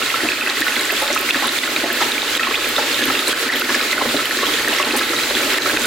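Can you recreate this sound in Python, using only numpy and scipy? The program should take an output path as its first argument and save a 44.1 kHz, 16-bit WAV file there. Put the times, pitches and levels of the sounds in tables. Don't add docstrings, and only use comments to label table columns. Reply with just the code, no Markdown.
import sys
import numpy as np
from scipy import signal
from scipy.fft import rfft, irfft
from scipy.io import wavfile

SR = 44100
rng = np.random.default_rng(int(sys.argv[2]) if len(sys.argv) > 2 else 0)


def undo_db(level):
    steps = np.asarray(level, float) / 20
    return 10 ** steps


def store_wav(level_fs):
    pcm = np.round(np.clip(np.atleast_2d(level_fs), -1, 1) * 32767)
    wavfile.write(sys.argv[1], SR, pcm.T.astype(np.int16))


N = 258426


def rms_one(x):
    return x / np.sqrt(np.mean(x ** 2) + 1e-20)


def at_hz(points, hz):
    points_hz, points_db = np.transpose(points)
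    return np.interp(np.log(hz), np.log(points_hz), points_db)


def coloured(x, points, share=1):
    hz = np.maximum(np.arange(N // 2 + 1) * SR / N, 1)
    return irfft(rfft(x) * undo_db(share * at_hz(points, hz)), N)


def drift(rate_hz):
    r = np.exp(-80 * np.pi * rate_hz / SR)
    slow = signal.lfilter([1], [1, -2 * r, r * r], rng.standard_normal(N // 40 + 2002))[2000:]
    return np.interp(np.arange(N) / 40, np.arange(len(slow)), rms_one(slow))


def ring_poles(hz, r):
    return [1, -2 * r * np.cos(2 * np.pi * hz / SR), r * r]


# time in seconds, vigour of the frying as spray level in dB.
VIGOUR = [(0.0, -32), (0.47, -33), (0.8, -32), (1.2, -32.5), (1.53, -31.5), (2.04, -30.5), (2.45, -32.5),
          (2.97, -31), (3.44, -31.5), (3.85, -31), (4.2, -31.5), (4.58, -30), (4.96, -31.5), (5.4, -30.5),
          (5.86, -30)]


def vigour():
    return np.interp(np.arange(N) / SR, *np.transpose(VIGOUR))


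def bubbling(spectrum, per_s, size_db, cycles, clump_db, count):
    sizes = undo_db(size_db * np.minimum(rng.exponential(1, N), 4)) * rng.choice([-1, 1], N)
    born = rng.random(N) < per_s * undo_db(clump_db * drift(22)) / SR
    dealt = rng.integers(0, count, N)
    out = np.zeros(N)
    for k, hz in enumerate(np.geomspace(spectrum[0][0], spectrum[-1][0], count)):
        r = undo_db(-60 * hz / (cycles * SR))
        resonator = [0, 1, 0, *ring_poles(hz, r)]
        rings = signal.sosfilt([resonator, resonator], sizes * born * (dealt == k) + 1e-18)
        out += rms_one(rings) * np.sqrt(hz) * undo_db(at_hz(spectrum, hz))
    return rms_one(out)


# frequency in Hz, level in dB per Hz.
GURGLE_SPECTRUM = [(200, -18), (240, -2.5), (400, -1), (600, -5.5), (750, -9.5), (950, -9.5)]


def gurgle(swing_db):
    gain = undo_db(-30 + 1.98 * swing_db)
    return gain * bubbling(GURGLE_SPECTRUM, per_s=560, size_db=0.5, cycles=9.2, clump_db=1.5, count=16)


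# frequency in Hz, level in dB per Hz.
SEETHE_SPECTRUM = [(600, -6.5), (850, -18.5), (1200, 2), (1800, 3.5), (3000, -2.5), (4200, -3), (5150, -8),
                   (5800, -21), (8000, -19)]


def seethe(swing_db):
    gain = undo_db(0.6 * drift(6)) * undo_db(-23.5 + 0.38 * swing_db)
    return gain * bubbling(SEETHE_SPECTRUM, per_s=4000, size_db=3.0, cycles=16.0, clump_db=2.0, count=32)


# frequency in Hz, level in dB per Hz.
FIZZ_SPECTRUM = [(4500, -64), (6000, 15), (8000, -8), (11000, 6), (15500, -4)]


def fizz(vigour_db):
    gain = undo_db(vigour_db - 8.5)
    return gain * bubbling(FIZZ_SPECTRUM, per_s=400, size_db=3.0, cycles=33, clump_db=5.5, count=12)


# frequency in Hz, level in dB per Hz.
SPRAY_SPECTRUM = [(1500, 5.5), (4000, 5.5), (5600, -2.5), (6600, -2.5), (7300, -0.5), (8200, -4.5),
                  (9500, -5), (14000, -9), (16000, -11)]
# frequency in Hz, left-right likeness from 0 to 1.
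LIKENESS = [(60, 0.99), (180, 1.0), (550, 1), (1650, 0.6), (4970, 0.18), (15000, 0.3)]


def spray(vigour_db):
    out, together = 0, drift(8)
    edges_hz = 1300 * 2 ** np.arange(0, 4.1, 0.5)
    white = rng.standard_normal((2, 2, N))
    for k, (low, high) in enumerate(zip(edges_hz, edges_hz[1:])):
        band = signal.butter(2, [low, high], "band", fs=SR, output="sos")
        mid, side = signal.sosfilt(band, white[k % 2])
        alike = at_hz(LIKENESS, np.sqrt(low * high))
        flicker = undo_db(0.7 * (1.8 * together + drift(8.3)))
        out = out + flicker * (np.sqrt(1 + alike) * mid + np.sqrt(1 - alike) * side * [[1], [-1]])
    return undo_db(vigour_db + 9.5) * rms_one(coloured(out, SPRAY_SPECTRUM))


# frequency in Hz, level in dB per Hz.
RUMBLE_SPECTRUM = [(20, -15), (43, 20.5), (76, -9), (130, 18.5), (150, 14), (180, -69), (215, -12)]


def rumble(swing_db):
    hum = rms_one(coloured(rng.standard_normal(N), RUMBLE_SPECTRUM + [(240, -62)]))
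    return rms_one(undo_db(1.98 * swing_db)) * undo_db(1.5 * drift(4)) * undo_db(-48.5) * hum


def bursts(rows, cycles, glide, rough, width, trim_db, attack=0.06):
    length = 4000
    out = np.zeros(N + length)
    chance = rng.standard_normal((len(rows), length))
    cycles = np.maximum(np.broadcast_to(cycles, len(rows)), 0.5)
    for (s, peak_db, hz, *_), noise, rise in zip(rows, chance, cycles):
        turns = np.arange(length) * hz / SR
        swell = 1.73 * (1 - np.exp(-turns / (attack * rise))) * np.exp(-turns / (2.34 * rise))
        bend = 1 - glide + glide * np.minimum(turns / rise, 4) / 2
        tone = np.sin(2 * np.pi * turns * bend)
        r = np.exp(-1.4 * np.pi * hz * (width - 1 / width) / SR)
        splash = signal.sosfilt([[0.97, 0.0096, -1.034, *ring_poles(hz, r)]] * 2, noise)
        burst = swell * ((1 - rough) * tone + rough * rms_one(splash))
        start = int(s * SR)
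        out[start:start + length] += burst * undo_db(peak_db + trim_db)
    return out[:N]


def rise_cycles(rows):
    return 1.6 * (np.array(rows)[:, 2] / 1000) ** 0.5


# start in seconds, peak in dB, pitch in Hz, limiter depth in units of 2.15 dB (below 0: none).
CRACKS = [(0.0161, -13, 1350, 0.8), (0.3186, -7.5, 2500, 2.5), (0.4107, -11, 2540, 1.5),
          (0.6194, -6, 1770, 3.5), (0.8993, -10.5, 1730, -1.5), (1.1616, -10.5, 1275, 1),
          (1.308, -7, 2700, 3), (1.481, -10.5, 3650, 1.5), (1.5877, -7.5, 3560, 3.5), (1.6765, -9, 1420, 2),
          (1.842, -13, 1886, 2), (1.902, -8.5, 1670, 1.5), (2.1185, -9, 3750, 1), (2.3764, -9.5, 3720, 4.5),
          (2.408, -13, 1320, 1), (2.5429, -8.5, 2436, -6), (2.5549, -7, 3420, 2.5), (3.3296, -6.5, 1540, 5),
          (3.4903, -9, 1846, 4.5), (3.6195, -7, 1440, 4), (3.8046, -12, 1560, 1.5),
          (3.9287, -5.5, 2020, 2.2), (4.4344, -13, 1110, 1.8), (4.8274, -8.5, 2690, 3),
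          (4.994, -9.5, 3700, 2), (5.5844, -3, 1802, 6), (5.6962, -9.5, 1620, -2), (5.7712, -10, 2470, 2.3),
          (5.8457, -11.5, 1460, 1.4)]


def cracks():
    return bursts(CRACKS, rise_cycles(CRACKS), glide=0.0085, rough=0.18, width=1.3, trim_db=4.0, attack=0.77)


# start in seconds, peak in dB, pitch in Hz.
PIPS = [(0.0239, -6.5, 2720), (0.1013, -13.4, 1940), (0.1016, -12, 2670.0), (0.2054, -8, 1860),
        (0.2874, -5, 2560.0), (0.4253, -8, 2440), (0.4624, -9, 1950.0), (0.4729, -9, 2580),
        (0.4805, -16, 2560.0), (0.5707, -9, 1950.0), (0.6272, -2, 1830), (0.6807, -11, 2770.0),
        (0.6833, -7, 1970), (0.7211, -11, 2540), (0.7634, -9, 2020), (0.8107, -16, 2060),
        (0.8941, -11, 1950.0), (0.9059, -9, 2600), (0.9678, -14, 2660), (1.1028, -12, 2040),
        (1.1761, -6.5, 2560.0), (1.2892, -8, 2150), (1.3033, -9, 2560.0), (1.4228, -12, 1953),
        (1.563, -10.5, 2280.0), (1.6351, -6.5, 1990), (1.763, -6, 2360), (2.1798, -8, 2291),
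        (2.3972, -8, 2535), (2.4325, -3.5, 2580), (2.6433, -7.5, 2430), (2.8981, -16, 2770.0),
        (2.9121, -10.5, 2650), (3.1517, -8, 2680), (3.3244, -10, 3150), (3.4943, -3, 1810),
        (3.5442, -10, 1870.0), (3.6118, -9.5, 2670.0), (3.7449, -10, 2150), (3.795, -10, 2190.0),
        (3.8116, -7, 2445), (4.0258, -16, 3000.0), (4.2555, -8, 3050), (4.4122, -14, 1980),
        (4.6461, -8, 1850), (4.7298, -10, 2890.0), (4.7368, -12, 2700), (4.7848, -10, 2000),
        (4.9071, -9, 2560.0), (5.1982, -11, 2370.0), (5.3688, -7, 1810), (5.3806, -22, 2298),
        (5.432, -12, 2347), (5.5011, -11, 2100), (5.502, -15, 3025), (5.5224, -11, 2170),
        (5.5312, -11, 2980), (5.542, -10, 1860), (5.66, -12, 2280.0), (5.8383, -16, 2540)]


def pips():
    return bursts(PIPS, rise_cycles(PIPS), glide=0.0092, rough=0.097, width=1.26, trim_db=-2.5, attack=0.3)


# start in seconds, peak in dB, pitch in Hz.
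CRACKLE = [(0.0605, -13.5, 3800.0), (0.4989, -11.5, 3950.0), (0.6135, -16, 3630), (0.7559, -13.9, 3360),
           (0.7655, -15, 4100), (0.7941, -11.2, 3900), (0.9677, -14, 3380), (1.0164, -18, 3650.0),
           (1.0777, -13, 3640), (1.3078, -8, 3480), (1.3685, -14, 3830), (1.4559, -12, 3700),
           (1.491, -11, 4000), (1.7622, -11, 3720), (2.0167, -16, 3340), (2.0538, -18, 4110.0),
           (2.2189, -12, 3670), (2.2786, -15.5, 3600), (2.2954, -17, 3950.0), (2.3511, -9.5, 3250.0),
           (2.5617, -10.5, 3620), (2.764, -10.2, 3658), (2.7798, -15, 3530), (2.9276, -12.5, 4300),
           (2.944, -13.0, 3670), (3.0188, -17, 3380.0), (3.0329, -16, 3510.0), (3.0391, -13, 3120.0),
           (3.172, -20, 3510.0), (3.1917, -9.8, 3650.0), (3.2739, -9, 4060), (3.5367, -12.4, 3760),
           (3.5581, -13, 3300), (3.7514, -15.6, 4970), (3.8121, -13, 3980), (3.9127, -12.5, 3950.0),
           (4.0902, -18, 3630), (4.1664, -13.0, 4000), (4.172, -17, 3800.0), (4.3708, -14, 4017),
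           (4.4566, -13, 3120.0), (4.4669, -9.5, 3300), (4.538, -10, 3350), (4.5736, -18, 3820),
           (4.58, -18, 4440.0), (4.6914, -17, 3800.0), (4.8471, -10.5, 4150), (4.924, -15, 4260),
           (5.0935, -14, 3893), (5.164, -13, 3780), (5.1798, -14.5, 3950.0), (5.1868, -17, 3820),
           (5.234, -12.5, 4040), (5.3006, -12.5, 3900), (5.3511, -9.0, 3380.0), (5.5336, -16, 5000.0),
           (5.6205, -10, 3930), (5.69, -17, 4240), (5.7711, -14, 3650.0), (5.8438, -11.5, 3680)]


def crackle():
    return bursts(CRACKLE, rise_cycles(CRACKLE), glide=0.01, rough=0.15, width=1.7, trim_db=1.5, attack=0.24)


# start in seconds, peak in dB, pitch in Hz.
POPS = [(0.142, -5.5, 1310), (0.2455, -26, 655), (0.418, -10, 1450), (0.4737, -7, 1570),
        (0.6672, -3.5, 1460), (0.6733, -12.4, 1470), (1.0175, -16.0, 845), (1.0246, -18.5, 860),
        (1.0268, -18, 630), (1.0314, -22, 840), (1.3448, -2, 1750), (1.3505, -8, 1680),
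        (1.4231, -14.5, 810), (1.4311, -15, 1060), (1.442, -12, 1340), (1.4505, -14, 1080.0),
        (1.84, -13.5, 700.0), (2.0057, -10.5, 1270), (2.0122, -14, 695), (2.0147, -12, 950),
        (2.0217, -11.5, 810), (2.3955, 2, 1820), (2.4704, -9, 1090), (2.5094, -11, 1160),
        (2.7904, -14, 880), (3.0067, -9, 1690), (3.018, -13.1, 1764), (3.0232, -5.5, 1700),
        (3.0999, -8, 1270.0), (3.1022, -15.5, 780), (3.3371, -2.5, 1630), (3.5005, 1, 1870),
        (3.5377, -14, 1820), (3.6932, -4, 1644), (3.7024, -11.5, 1109), (3.7028, -10, 1730.0),
        (3.7482, -5, 1690), (3.9794, -6, 1420.0), (3.9866, -12.3, 1500), (4.0136, -6.5, 1010),
        (4.0151, -18, 760.0), (4.026, -19, 1090), (4.1937, -9.5, 1360), (4.3097, -6.5, 1730.0),
        (4.4274, -12, 1110), (4.5861, -9.5, 1740), (4.6462, -13.7, 1270.0), (4.6763, -5, 1800.0),
        (4.6842, -11, 1587), (4.709, -13.1, 1320.0), (4.7989, -7, 1120.0), (4.8121, -18, 1100),
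        (4.8704, -16, 920.0), (5.0095, -4.5, 1600.0), (5.0132, -7, 1290), (5.1324, -10.5, 1330),
        (5.6593, -6, 1300), (5.7652, -9.5, 1830), (5.7714, -3.5, 1512), (5.8525, -9, 1480.0)]


def pops():
    return bursts(POPS, rise_cycles(POPS), glide=0.016, rough=0.28, width=0.87, trim_db=-1.0, attack=0.42)


# start in seconds, peak in dB, pitch in Hz.
GLUGS = [(0.2338, -12, 316), (0.2334, -20, 235), (0.2373, -19, 460), (0.2434, -27, 343.3),
         (0.2499, -17, 694), (0.6061, -15.5, 306), (0.9258, -18, 638), (1.021, -14, 530),
         (1.0392, -25, 766), (1.043, -25, 720), (1.1004, -14, 590), (1.1051, -20, 688), (1.1628, -21, 930),
         (1.4305, -24, 743), (1.4405, -17.4, 1003), (1.4447, -22, 990), (1.8352, -24, 688),
         (1.8344, -13, 305.8), (1.8409, -15.5, 530), (1.8439, -21, 880), (1.8471, -22, 670),
         (1.8515, -18, 675), (1.8565, -20, 724), (1.8619, -19, 743), (2.03, -26, 867), (2.0334, -20, 925),
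         (2.2278, -18, 960), (2.7822, -15, 563), (2.7861, -17, 790), (2.7946, -18, 467), (3.0749, -15, 257),
         (3.2863, -21, 1010), (3.4266, -14.5, 466), (3.6907, -16, 936), (4.0072, -17.9, 1020),
         (4.0104, -18.4, 610.6), (4.0178, -18.0, 526), (4.0198, -21, 910), (4.0497, -17.2, 322),
         (4.0498, -17.5, 234), (4.0542, -23, 500), (4.0634, -24, 248), (4.1392, -14, 280),
         (4.1423, -14, 594), (4.4297, -15, 451), (4.7269, -14.5, 647), (4.8609, -22, 460),
         (4.8646, -14, 282), (4.8676, -21, 451), (4.874, -21, 423), (4.9323, -17, 340),
         (4.9366, -17.8, 473), (4.941, -20, 867), (4.9428, -20, 434), (4.9519, -16.5, 834),
         (5.3062, -17.9, 570), (5.4072, -18.5, 480), (5.4397, -20, 274), (5.6624, -20.9, 715),
         (5.7328, -16.3, 310)]


def glugs():
    return bursts(GLUGS, cycles=2.0, glide=0.012, rough=0.29, width=1.37, trim_db=-4.0, attack=0.17)


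# start in seconds, peak in dB, pitch in Hz.
SPITS = [(0.6055, -17, 7300), (0.811, -19.9, 7440), (0.8538, -13, 7400), (1.1285, -13, 7300),
         (1.1287, -12, 5700), (1.1432, -20.9, 5877), (1.4717, -17, 9020), (2.3698, -19, 7900),
         (3.0381, -16, 6442), (3.2723, -20, 8748), (3.2801, -8.5, 7740), (3.2902, -19.9, 9020),
         (3.7456, -16, 6642), (3.7517, -18, 5550), (4.6829, -18, 6248), (4.6829, -19.5, 8229),
         (4.7635, -13, 5362), (4.7867, -15, 5570), (4.9654, -17, 6248), (4.9679, -17, 7900),
         (4.9739, -16, 8100), (4.9792, -19, 6100), (4.984, -18, 8484), (5.4144, -16, 6400),
         (5.7116, -15, 8748), (5.7946, -13, 7507), (5.8185, -17, 6600), (5.8188, -20.4, 8484),
         (5.8563, -12, 9020), (5.8564, -14, 7281)]


def spits():
    return bursts(SPITS, cycles=4.2, glide=0.01, rough=0.25, width=1.6, trim_db=-1.5, attack=0.28)


# start in seconds, peak in dB, pitch in Hz.
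SNAPS = [(0.6055, -13, 13398), (0.6709, -16, 14679), (0.8108, -16, 9930), (0.9214, -12, 12700),
         (1.0003, -19, 9650), (1.0224, -16, 10189), (1.1483, -18, 10828), (1.1483, -17, 13812),
         (1.1903, -16, 12997), (1.2112, -12, 13812), (1.4718, -19.9, 12997), (1.4718, -14, 10600),
         (1.4773, -22.4, 10828), (1.9292, -11, 13398), (2.3694, -21.8, 10828), (2.3697, -23.3, 14679),
         (2.6885, -12, 14679), (2.694, -22.9, 13812), (2.7005, -23.7, 14600), (3.0562, -12.5, 12607),
         (3.2687, -18, 10189), (3.2798, -16, 10189), (3.2804, -22.9, 12607), (3.2894, -19.7, 9587),
         (3.5575, -23.8, 15132), (3.5673, -21.5, 12997), (3.5965, -13, 13812), (4.2556, -17, 11163),
         (4.293, -19, 11863), (4.4385, -19, 13812), (4.6831, -17, 9884), (4.6831, -16, 13812),
         (4.9646, -23, 10828), (4.968, -21.3, 14679), (4.9681, -19, 10400), (4.9737, -16, 10828),
         (4.9741, -18.6, 14679), (4.9838, -18, 12607), (4.9919, -22.6, 11508), (5.372, -19, 13420),
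         (5.5076, -24.4, 15132), (5.8185, -16, 9587), (5.8561, -17.1, 10189), (5.8564, -16, 13812)]


def snaps():
    return bursts(SNAPS, cycles=3.6, glide=0.011, rough=0.25, width=2.1, trim_db=2.0, attack=0.35)


# start in seconds, peak in dB, pitch in Hz.
BLUBS = [(0.9231, -18, 421), (1.0162, -18, 620), (1.0363, -21, 589), (1.425, -13, 1150),
         (2.5076, -15, 430.3), (2.781, -5, 1340), (3.0041, -20, 244), (3.0117, -19, 547.5),
         (3.0233, -19, 475), (3.0558, -20.5, 245), (3.2863, -17, 464), (3.4558, -16.5, 266),
         (4.1607, -15, 394), (4.3785, -20.5, 230), (4.4758, -19, 297), (4.7956, -15, 584),
         (4.9501, -19, 420), (4.954, -17.5, 258), (5.0972, -14, 328), (5.1335, -16.5, 575),
         (5.4161, -19, 625), (5.4665, -15, 598), (5.4774, -16, 348), (5.6623, -15, 458)]


def blubs():
    return bursts(BLUBS, cycles=2.25, glide=0.015, rough=0.32, width=1.0, trim_db=-5.5, attack=0.21)


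# start in seconds, peak in dB, centre in Hz, rise in cycles.
SIZZLES = [
    (1.126, -30, 6200, 92),
    (3.28, -27, 9100, 63),
    (3.555, -29, 13500, 90),
    (4.963, -24.5, 10500, 100),
]


def sizzles():
    return bursts(SIZZLES, np.array(SIZZLES)[:, 3], glide=0, rough=1.0, width=1.2, trim_db=-3.0)


def stirring(single):
    r = np.exp(-1 / (0.018 * SR))
    wake = signal.lfilter([1 - r], [1, -r], single ** 2)
    return undo_db(3.0 * (np.tanh(wake / wake.mean() / 2) * 2 - 1))


# air resonance in Hz, width in Hz, lift in dB.
POT = [(240, 25, 5), (297, 30, 5), (375, 30, 5), (485, 35, 3), (585, 50, 4), (850, 60, 6), (1035, 50, 4),
       (1110, 45, 5), (1195, 60, -6), (1270, 40, 3), (1335, 35, 5), (1390, 40, -3), (1485, 35, 3),
       (1565, 45, -5), (2050, 80, 2), (2590, 80, 2)]


def pot(x):
    sections = []
    for hz, width_hz, db in POT:
        a, lift = np.pi * width_hz / SR, undo_db(db / 2)
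        middle = -2 * np.cos(2 * np.pi * hz / SR)
        section = [1 + a * lift, middle, 1 - a * lift, 1 + a / lift, middle, 1 - a / lift]
        sections.append(np.array(section) / (1 + a / lift))
    return signal.sosfilt(sections, x)


def echoed(x, echoes):
    spectrum, w = rfft(x), 2 * np.pi * np.arange(N // 2 + 1) * SR / N
    for s, feedback in echoes:
        late, g = np.exp(-1j * w * s), np.clip(feedback, 0, 0.74)
        spectrum = spectrum * (g + late) / (1 + g * late)
    return irfft(spectrum, N)


SHARED_ECHOES = [(.0023, -1), (.0037, -6), (.0068, 1), (0.0096, -14), (0.0134, 0.96), (0.023, -2)]
APART_ECHOES = [(.0004, 0.42), (.0013, 0.44), (.0041, 0.2), (.0097, 0.73)]


def kitchen(x):
    mid = x + undo_db(-9.5) * echoed(x, SHARED_ECHOES)
    high = signal.butter(4, 495, "high", fs=SR, output="sos")
    side = signal.sosfilt(high, echoed(mid, APART_ECHOES))
    return mid + undo_db(-11.0) * side * [[1], [-1]]


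def scene():
    vigour_db = vigour()
    swing_db = vigour_db - vigour_db.mean()
    oil = gurgle(swing_db) + seethe(swing_db) + fizz(vigour_db)
    droplets = spray(vigour_db)
    hum = rumble(swing_db)
    single = cracks() + pips() + crackle() + pops() + glugs() + spits() + snaps() + blubs() + sizzles()
    near = kitchen(pot(oil * stirring(single) + single))
    return near + droplets + hum


def limiter():
    reaction_s, attack_s, release_s = 0.0006, 0.0007, 0.037
    depth_db, ramp = np.full(N, 1e-3), np.arange(N) / SR / release_s
    for s, _, _, db in CRACKS:
        depth_db[int((s + reaction_s) * SR)] = max(2.15 * db, 1e-3)
    held_db = np.exp(np.maximum.accumulate(np.log(depth_db) + ramp) - ramp)
    r = np.exp(-1 / (attack_s * SR))
    return undo_db(-signal.lfilter([1 - r], [1, -r], held_db))


# frequency in Hz, left-right difference in dB.
SIDES = [(500, 0), (1300, -1), (2400, -2.5), (4400, -1.5), (8000, -2.5), (15000, -4)]


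def tilt(x):
    return np.array([coloured(x[0], SIDES, share=0.5), coloured(x[1], SIDES, share=-0.5)])


def band_limit(x):
    return signal.sosfilt(signal.butter(12, 17000, fs=SR, output="sos"), x)


def record(dry):
    low = signal.sosfilt(signal.butter(6, 150, fs=SR, output="sos"), dry)
    bass_cut = signal.cheby2(8, 30, 195, "high", fs=SR, output="sos")
    cut = signal.sosfilt(bass_cut, dry) + undo_db(-1.0) * low
    held = 1.1 * np.tanh(tilt(cut) * limiter() / 1.1)
    treble_cut = signal.ellip(12, 0.5, 70, 15850, fs=SR, output="sos")
    mix = signal.sosfilt(treble_cut, held)
    return band_limit(mix)


dry = scene()
out = record(dry)
store_wav(out)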